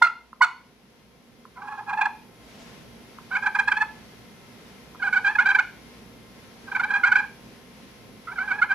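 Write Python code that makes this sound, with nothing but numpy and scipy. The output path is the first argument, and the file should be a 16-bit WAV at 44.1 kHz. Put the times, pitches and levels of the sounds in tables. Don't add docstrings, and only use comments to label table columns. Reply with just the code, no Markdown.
import sys
import numpy as np
from scipy import signal
from scipy.fft import rfft, irfft, next_fast_len
from scipy.io import wavfile
from scipy.ndimage import uniform_filter1d, map_coordinates

SR = 44100
rng = np.random.default_rng(int(sys.argv[2]) if len(sys.argv) > 2 else 0)


def file_out(sig):
    cols = np.atleast_2d(sig).T
    lim = np.clip(cols, -1, 1)
    pcm = np.round(lim * 32767).astype(np.int16)
    wavfile.write(sys.argv[1], SR, pcm)


def ratio_of_db(decibels):
    return 10 ** (np.asarray(decibels, float) / 20)


N = 385434
TIME = np.arange(N) / SR

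# start_s, fundamental_db, third_harmonic_db, brightness_db, rasp_db
STROKES = [
    (0, 6, -1, 0, -24),
    (0.299, 6.5, 0, 1.5, -19.5),
    (1.4, 12, 2, 1, -17.5),
    (1.859, 13.5, 5.5, -1, -18),
    (3.102, 4, -0.5, -1.5, -20.5),
    (4.8, 2, -1, -2, -26),
    (6.5, 1.5, -1, -3, -25),
    (8.1, 1, -1, -4.5, -26.5),
]


def unit(x):
    return x / np.sqrt(np.mean(x ** 2) + 1e-20)


def along(points, hz):
    f, v = np.transpose(points)
    return np.interp(np.log(hz + 1), np.log(f + 1), v)


def wobble(rate_hz):
    knots = rng.standard_normal(int(N * rate_hz / SR) + 4)
    return map_coordinates(knots, [TIME * rate_hz])


def filtered(x, response):
    m = next_fast_len(N + 8192)
    return irfft(rfft(x, m) * response(np.fft.rfftfreq(m, 1 / SR)), m)[..., :N]


def resonant(modes):
    def response(f):
        total = 0
        for k, (centre, width, db) in enumerate(modes):
            resonator = 1j * f * width / (centre * centre - f * f + 1j * f * width)
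            total = total + (-1) ** k * ratio_of_db(db) * resonator
        return total
    return response


def shaped(points):
    return lambda hz: ratio_of_db(along(points, hz))


def hump(s, rise_ms, fall_ms):
    n = np.arange(max(round(s * SR) - 2600, 0), min(round(s * SR) + 2600, N))
    u = (n / SR - s) * 1000
    u = u / np.where(u < 0, rise_ms, fall_ms)
    return n, u, 2.0 ** -(u * u)


def noise(response, alike):
    def split(hz):
        turn = np.arccos(np.clip(along(alike, hz), 0, 1)) / 2
        return response(hz) * np.array([np.cos(turn), np.sin(turn)])
    mid, side = filtered(rng.standard_normal((2, N)), split)
    return unit(np.array([mid + side, mid - side]))


def stroke_index():
    return np.searchsorted(np.array(STROKES)[:, 0], TIME, "right") - 1


def room_tone():
    # time_s, gain_db
    gain_curve = [(0, -4.5), (0.14, -10), (1.02, -8), (2.72, 0), (8.74, 0)]
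    # hz, db_per_hz
    rumble_shape = [(15, -48), (25, -18.5), (49, -9.5), (86, -14.5), (108, -8.5), (145, -4.5), (231, -0.5),
                    (286, -7.5), (361, -9.5), (492, -6), (539, -10.5), (912, -22), (1000, -24), (1300, -54),
                    (2200, -120)]
    # hz, db_per_hz
    hiss_shape = [(410, -43), (700, -2.5), (961, -5.5), (993, -6), (1030, -2), (1110, -6), (1290, -5),
                  (1490, -4.5), (2150, -4.5), (4380, -9.5), (5750, -11), (7720, -20.5), (9500, -20.5),
                  (12400, -56.5), (20900, -120)]
    # hz, db_per_hz
    port_shape = [(8500, -28), (9600, -8), (10100, 6), (10600, -5), (11000, 6), (11400, -4), (11900, 4),
                  (12250, -1.5), (12900, -3), (13500, -4), (14200, -14), (15000, -21), (15400, -9.5),
                  (15700, -18)]
    # hz, rms_db
    whine_tones = [(931.3, -70), (1055, -69.5), (1330, -72.5), (2094, -71), (3268, -75.5), (5916, -81),
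                   (7865, -107.5), (10104, -81)]
    # hz, width_hz, level_db
    hum_modes = [(59.9, 2.5, -54.5), (117.9, 11, -59.5), (186.4, 5.4, -68), (235.7, 10, -55.5),
                 (403.6, 15, -64)]
    # hz, coherence (0-1)
    alike = [(60, 0.39), (180, 0.82), (550, 0.64), (1650, 0.14), (4970, 0.029), (15000, 0.11)]
    # hz, left_minus_right_db
    lean = [(60, -2.0), (180, -1.5), (550, -1.5), (1650, 3), (4970, 1), (9500, 1), (13000, 0)]

    gain_db = np.interp(TIME, *np.transpose(gain_curve))
    rumble = ratio_of_db(0.74 * wobble(7.8)) * noise(shaped(rumble_shape), alike)
    hum = ratio_of_db(-5.5) * noise(resonant(hum_modes), [(100, 0.94)])
    hiss = ratio_of_db(10.0 + 0.95 * wobble(8.1)) * noise(shaped(hiss_shape), alike)
    hiss = hiss + ratio_of_db(-1.5) * noise(shaped(port_shape), alike)
    whine = np.zeros(N)
    for hz, db in whine_tones:
        flicker_db = 2.2 * wobble(5)
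        whine += ratio_of_db(db + 67 + flicker_db) * np.sin(2 * np.pi * hz * TIME + 0.6 * wobble(10.0))
    tone = ratio_of_db(-50.5 + gain_db) * (rumble + hum) + ratio_of_db(-63.5 + gain_db) * (hiss + whine)
    return filtered(tone, lambda hz: ratio_of_db(along(lean, hz) * np.array([[.5], [-.5]])))


def squeals():
    # peak_s, level_db, rise_ms, fall_ms, pitch_hz
    squeal_notes = [
        (0.0218, -10.5, 3.2, 1.8, 952),
        (0.4163, -6, 4.1, 1.3, 1010),
    ]
    out = np.zeros(N)
    for s, db, rise, fall, hz in squeal_notes:
        n, _, bell = hump(s, rise, fall)
        octave = 0.38 * bell * np.sin(4 * np.pi * hz * n / SR)
        out[n] += ratio_of_db(db) * bell * (np.sin(2 * np.pi * hz * n / SR) + octave)
    return out


def bursts():
    # peak_s, level_db, rise_ms, fall_ms, slip_rate_hz
    cluck_slips = [
        (0.024, -6.5, 1.5, 11, 700),
        (0.026, -9, 3.4, 2.8, 683),
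        (0.048, -13, 11.5, 11, 705),
        (0.072, -18, 7.2, 5.9, 669.4),
        (0.421, -8, 1.4, 7.8, 736),
        (0.4341, -12.5, 11, 12, 728),
        (0.4473, -14, 2.8, 2.86, 670),
    ]
    # peak_s, level_db, fall_ms, gripped_slip_rate_hz
    sudden_catches = [(1.5883, -48, 17, 763), (1.622, -36, 9.1, 765), (1.7813, -35.5, 17, 805.5),
                      (1.8982, -25.5, 9.7, 795), (1.9358, -23.5, 6.2, 809.3), (1.9784, -27, 15, 850),
                      (2.003, -37.5, 16.96, 877.2), (2.0164, -15, 8.3, 791.5), (2.06, -16.5, 3.5, 830),
                      (3.3173, -28, 12.6, 714.3), (3.3542, -19.5, 14.98, 728.2), (3.371, -19, 3.65, 787),
                      (3.4292, -23, 16.5, 786.1), (3.466, -14, 10.3, 773.4), (3.554, -15.5, 9.5, 791.7),
                      (3.594, -11.5, 9, 790.5), (3.601, -13.5, 3.7, 795.6), (3.682, -12.5, 7.3, 823),
                      (3.7211, -10.5, 5.9, 771.7), (3.7712, -18, 9.8, 838.8), (3.8227, -21, 7.9, 837),
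                      (5.1328, -14.5, 15.06, 740.7), (5.2515, -15.5, 7.3, 796.5), (5.2806, -18, 5.1, 823),
              (5.2956, -23.5, 16.7, 841.6), (5.3581, -16, 5.5, 825.3), (5.3908, -10.5, 17, 707.5),
              (5.4026, -21, 9.3, 741), (5.424, -19, 4.26, 829), (5.4622, -12, 14.72, 761.2),
              (5.4928, -11, 3.5, 781.7), (5.5156, -13, 3.6, 787.7), (5.5266, -33.5, 5.9, 779.4),
              (5.553, -10, 8.2, 771.6), (5.5926, -8.5, 8.7, 716.7),
                      (6.7229, -21.5, 3.7, 771.5), (6.7553, -18, 7.1, 747.3), (6.764, -18, 5.6, 755.6),
            (6.8013, -15, 8.8, 696), (6.9094, -18, 9.8, 773), (6.9422, -15, 17, 787),
            (6.962, -17.5, 13.3, 789.8), (6.987, -28.5, 2, 794.6), (7.04, -11.3, 17, 705),
            (7.1226, -9, 8.5, 733.6), (7.1598, -9.5, 11.1, 771.7), (7.2425, -27.5, 5, 791),
            (8.2772, -31, 3.8, 642), (8.286, -28, 5.5, 643), (8.3215, -29.5, 9.4, 750),
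            (8.3639, -30, 5.1, 781), (8.3872, -21, 4.7, 670), (8.4057, -28.5, 8, 729),
            (8.481, -23.5, 15.6, 773), (8.6224, -11.5, 15.9, 695.4)]
    # peak_s, level_db, half_width_ms, slip_rate_hz
    glide_swells = [(1.5733, -39.5, 7.4, 684), (1.65, -42.5, 9.2, 814.8), (1.6841, -34, 7.9, 810.8),
                    (1.715, -46, 15, 859.6), (1.725, -36, 9.1, 824.1), (1.7486, -41.5, 10.9, 846),
                    (1.821, -51.5, 9.8, 818.6), (1.8884, -34, 12.7, 829.6), (3.3381, -24, 15.6, 778),
                    (3.4604, -32, 8.1, 846.6), (3.8188, -15.5, 8.6, 863), (5.0063, -32, 6.6, 782.6),
                    (5.0306, -19.5, 8.2, 717), (5.054, -21.5, 15, 798.5), (5.0785, -18.5, 9.6, 742.2),
                    (5.1714, -14.5, 11.7, 743.6), (5.2719, -13.5, 14.5, 785), (5.5065, -13, 7.3, 772),
                    (6.687, -32.5, 8.2, 774), (6.731, -31, 6.7, 780), (6.842, -16, 7.6, 768),
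                    (6.9138, -23.5, 16.4, 830), (7.0063, -32, 14.6, 781.5), (7.0754, -13.5, 11, 788.5),
                    (7.1925, -15.5, 10.5, 790),
                    (8.302, -36, 12, 682), (8.3915, -24.5, 15.5, 724), (8.42, -23, 13.7, 758),
                   (8.451, -36, 14, 827), (8.5185, -17, 11.5, 745.4), (8.549, -26.5, 12, 816.5),
                   (8.5926, -25.5, 8, 827), (8.717, -14.5, 12, 777.6)]

    free_hz = 889.4
    catch_rise_ms = 4.3
    catch_let_go, glide_let_go = .65, .5
    clucks = [(s, db, rise, fall, hz, hz + 5.07) for s, db, rise, fall, hz in cluck_slips]
    catches = [(s, db, catch_rise_ms, fall, hz, hz + catch_let_go * (free_hz - hz))
               for s, db, fall, hz in sudden_catches]
    glides = [(s, db, half, half, hz, hz + glide_let_go * (free_hz - hz))
              for s, db, half, hz in glide_swells]
    return clucks + catches + glides


def slip_motion():
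    power, rate = np.full(N, 1e-12), np.full(N, 790e-12)
    for s, db, rise, fall, grip_hz, slack_hz in bursts():
        n, u, bell = hump(s, rise, fall)
        slack = (1 - bell) * np.where(u < 0, .7, 1.35)
        burst_power = (ratio_of_db(db) * bell) ** 2
        power[n] += burst_power
        rate[n] += burst_power * (grip_hz + (slack_hz - grip_hz) * slack)
    hz = uniform_filter1d(rate / power, size=60) * (1 + .008 * wobble(220))
    return np.sqrt(power), 2 * np.pi * np.cumsum(hz) / SR


def pot_buzz(force, phase, drag, bite):
    # hz, level_db
    pot = [(740, -23.5), (860, -12.5), (1300, 4.5), (1600, 0), (1960, -7.5), (2120, -6.5), (2450, -13),
           (2850, -22.5), (3300, -25), (3800, -29.5), (4420, -26), (5100, -39), (7000, -41), (9200, -46.5),
           (12000, -60.5)]
    # pitch_hz, level_db, unsteadiness (0-1)
    slate_note = [(981, -29, 0.13), (903, -17, 0), (1061, -6.5, 0.07), (1027, -6.5, 0.11), (1000, -17.5, 0),
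                  (1000, -20, 0.13), (1010, -18, 0.07), (1026, -19, 0.21)]
    # hz, width_hz, level_db
    slate_ring = [(4430, 260, 8), (11600, 2400, 12)]

    stroke = stroke_index()
    first_db, third_db, bright_db = np.array(STROKES)[stroke, 1:4].T
    note_hz, note_db, unsteady = np.array(slate_note)[stroke].T
    shake = .008 * wobble(700)

    def harmonic(k, db):
        radiated_db = along(pot, k * hz) - along(pot, 2 * hz)
        flicker_db = (1.3 if k == 2 else 3.2) * wobble(170)
        return ratio_of_db(radiated_db + db + flicker_db) * np.cos(k * phase + k * k * (1.3 + shake))

    hz = np.gradient(phase) * SR / (2 * np.pi)
    bite_db = 20 * np.log10(bite)
    upper = harmonic(2, 0) + harmonic(3, third_db + 1.7 * bite_db)
    for k in range(4, 18):
        upper = upper + harmonic(k, bright_db + bite_db)
    note_phase = 2 * np.pi * np.cumsum(note_hz * (1 + unsteady * wobble(60))) / SR
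    note = ratio_of_db(note_db + 1.5 * wobble(70)) * np.cos(note_phase)
    buzz = force * upper * (1 + 0.44 * bite ** 2 * note) + drag * (harmonic(1, first_db) + note)
    return buzz + filtered((stroke < 2) * force * upper, resonant(slate_ring))


def grit_rasp(force, phase, sway, drag, bite):
    # hz, width_hz, level_db
    slate_modes = [(830, 130, -17), (970, 60, 5), (1319, 100, 4.5)]
    # hz, width_hz, level_db
    rim_modes = [(1500, 420, -1.5), (2110, 200, 0), (2470, 120, -0.5)]
    # hz, level_db
    grit = [(600, -69.5), (1900, -42), (3200, -31.5), (3800, -36), (4400, -37), (5100, -36), (6500, -38),
            (8500, -44), (10000, -51), (15000, -80)]

    bright_db, rasp_db = np.array(STROKES)[stroke_index(), 3:5].T
    gate = (.5 + .5 * np.cos(phase)) ** 2
    scrape = ratio_of_db(rasp_db + 1.5 * wobble(150)) * unit(gate * rng.standard_normal(N))
    slate = filtered(drag * scrape, lambda f: ratio_of_db(23) * resonant(slate_modes)(f) / np.sqrt(1 + (f / 1500) ** 8))
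    rim = filtered(sway * scrape, lambda f: ratio_of_db(18.5) * resonant(rim_modes)(f) ** 2)
    air = filtered(ratio_of_db(bright_db) * force * bite * scrape, lambda f: ratio_of_db(along(grit, f) + 31.5))
    return slate + rim + air


def striker():
    force, phase = slip_motion()
    sway = signal.lfilter([.003], [1, -.997], force)
    drag = 0.088 * ((sway + 0.58 * force) / 0.17) ** 0.61
    drag = drag * (sway + force) / (sway + force + 0.00067)
    bite = (force / 0.12) ** 0.099
    sound = pot_buzz(force, phase, drag, bite) + grit_rasp(force, phase, sway, drag, bite)
    return filtered(sound, lambda f: 1 / np.sqrt(1 + (715 / (f + 1)) ** 24))


def taps():
    # time_s, peak_db
    contacts = [
        (0.33, -28),
        (1.453, -32),
        (3.186, -27.5),
        (4.948, -33.5),
        (4.956, -34.5),
    ]
    blows = np.zeros(N)
    for s, db in contacts:
        blows[round(s * SR):][:14] = ratio_of_db(db + 14) * np.hanning(14)
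    return ratio_of_db(-4.5) * filtered(blows, resonant([(1020, 84, 7.5), (1325, 130, 6.0), (2000, 200, -22.5)]))


def direct_sound(call):
    # hz, lag_rad
    port_lag = [(300, 0.0734), (800, 0.38), (1500, 0.47), (2400, 1.1), (5000, 1.36), (10000, 1.9)]
    # delay_ms, left_db, right_db
    near_surfaces = [(1.1, -28, -41.5), (2.3, -34.5, -37), (4.1, -24, -21), (6.7, -41, -21.5)]

    def path(hz):
        lag = np.exp(-.5j * along(port_lag, hz) * np.array([[1], [-1]]))
        near = 1
        for ms, left_db, right_db in near_surfaces:
            near = near + ratio_of_db([[left_db], [right_db]]) * np.exp(-2j * np.pi * hz * ms / 1000)
        return lag * near
    return ratio_of_db([[-1.3], [1.3]]) * filtered(call, path)


def room(x):
    # hz, t60_s
    decay = [(600, 0.48), (1600, 0.29), (2400, 0.43), (4400, 0.39), (10000, 0.24)]
    out, which = np.zeros((2, N + SR)), stroke_index()
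    for k in range(len(STROKES)):
        n = np.flatnonzero(which == k)
        hz, t, z = signal.stft(rng.standard_normal((2, SR // 2)), SR, nperseg=256)
        tail = signal.istft(z * ratio_of_db(-60 * t / along(decay, hz)[:, None]), SR, nperseg=256)[1]
        tail = tail * np.clip(np.arange(tail.shape[1]) / SR / 0.014, 0, 1)
        tail = tail + .5 * tail[::-1]
        wet = signal.fftconvolve(x[None, n], tail / np.linalg.norm(tail[0]), axes=1)
        out[:, n[0]:n[0] + wet.shape[1]] += ratio_of_db(-13.5) * wet
    return out[:, :N]


def sleeve():
    # time_s, level_db
    rustle = [
        (2.299, -71),
        (2.5, -57.5),
        (2.62, -52.5),
        (2.75, -65.5),
        (3.002, -70),
    ]
    s, db = np.transpose(rustle)
    weave = [(400, -31), (650, 8.5), (1000, -6.5), (3000, -6.0), (7000, -12.5), (15000, -37.5)]  # hz, db
    cloth = noise(shaped(weave), [(1000, .6)])
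    return ratio_of_db(np.interp(TIME, s, db, -140, -140) + 2.7 * wobble(40)) * cloth


def scene():
    call = squeals() + striker() + taps()
    return room_tone() + direct_sound(call) + room(call) + sleeve()


def band_limit(x):
    return signal.sosfilt(signal.butter(12, 15700, fs=SR, output="sos"), x)


def record(dry):
    held = dry / (1 + np.abs(dry) ** 12) ** (1 / 12)
    held = filtered(held, lambda hz: hz < 15720)
    return band_limit(held)


dry = scene()
out = record(dry)
file_out(out)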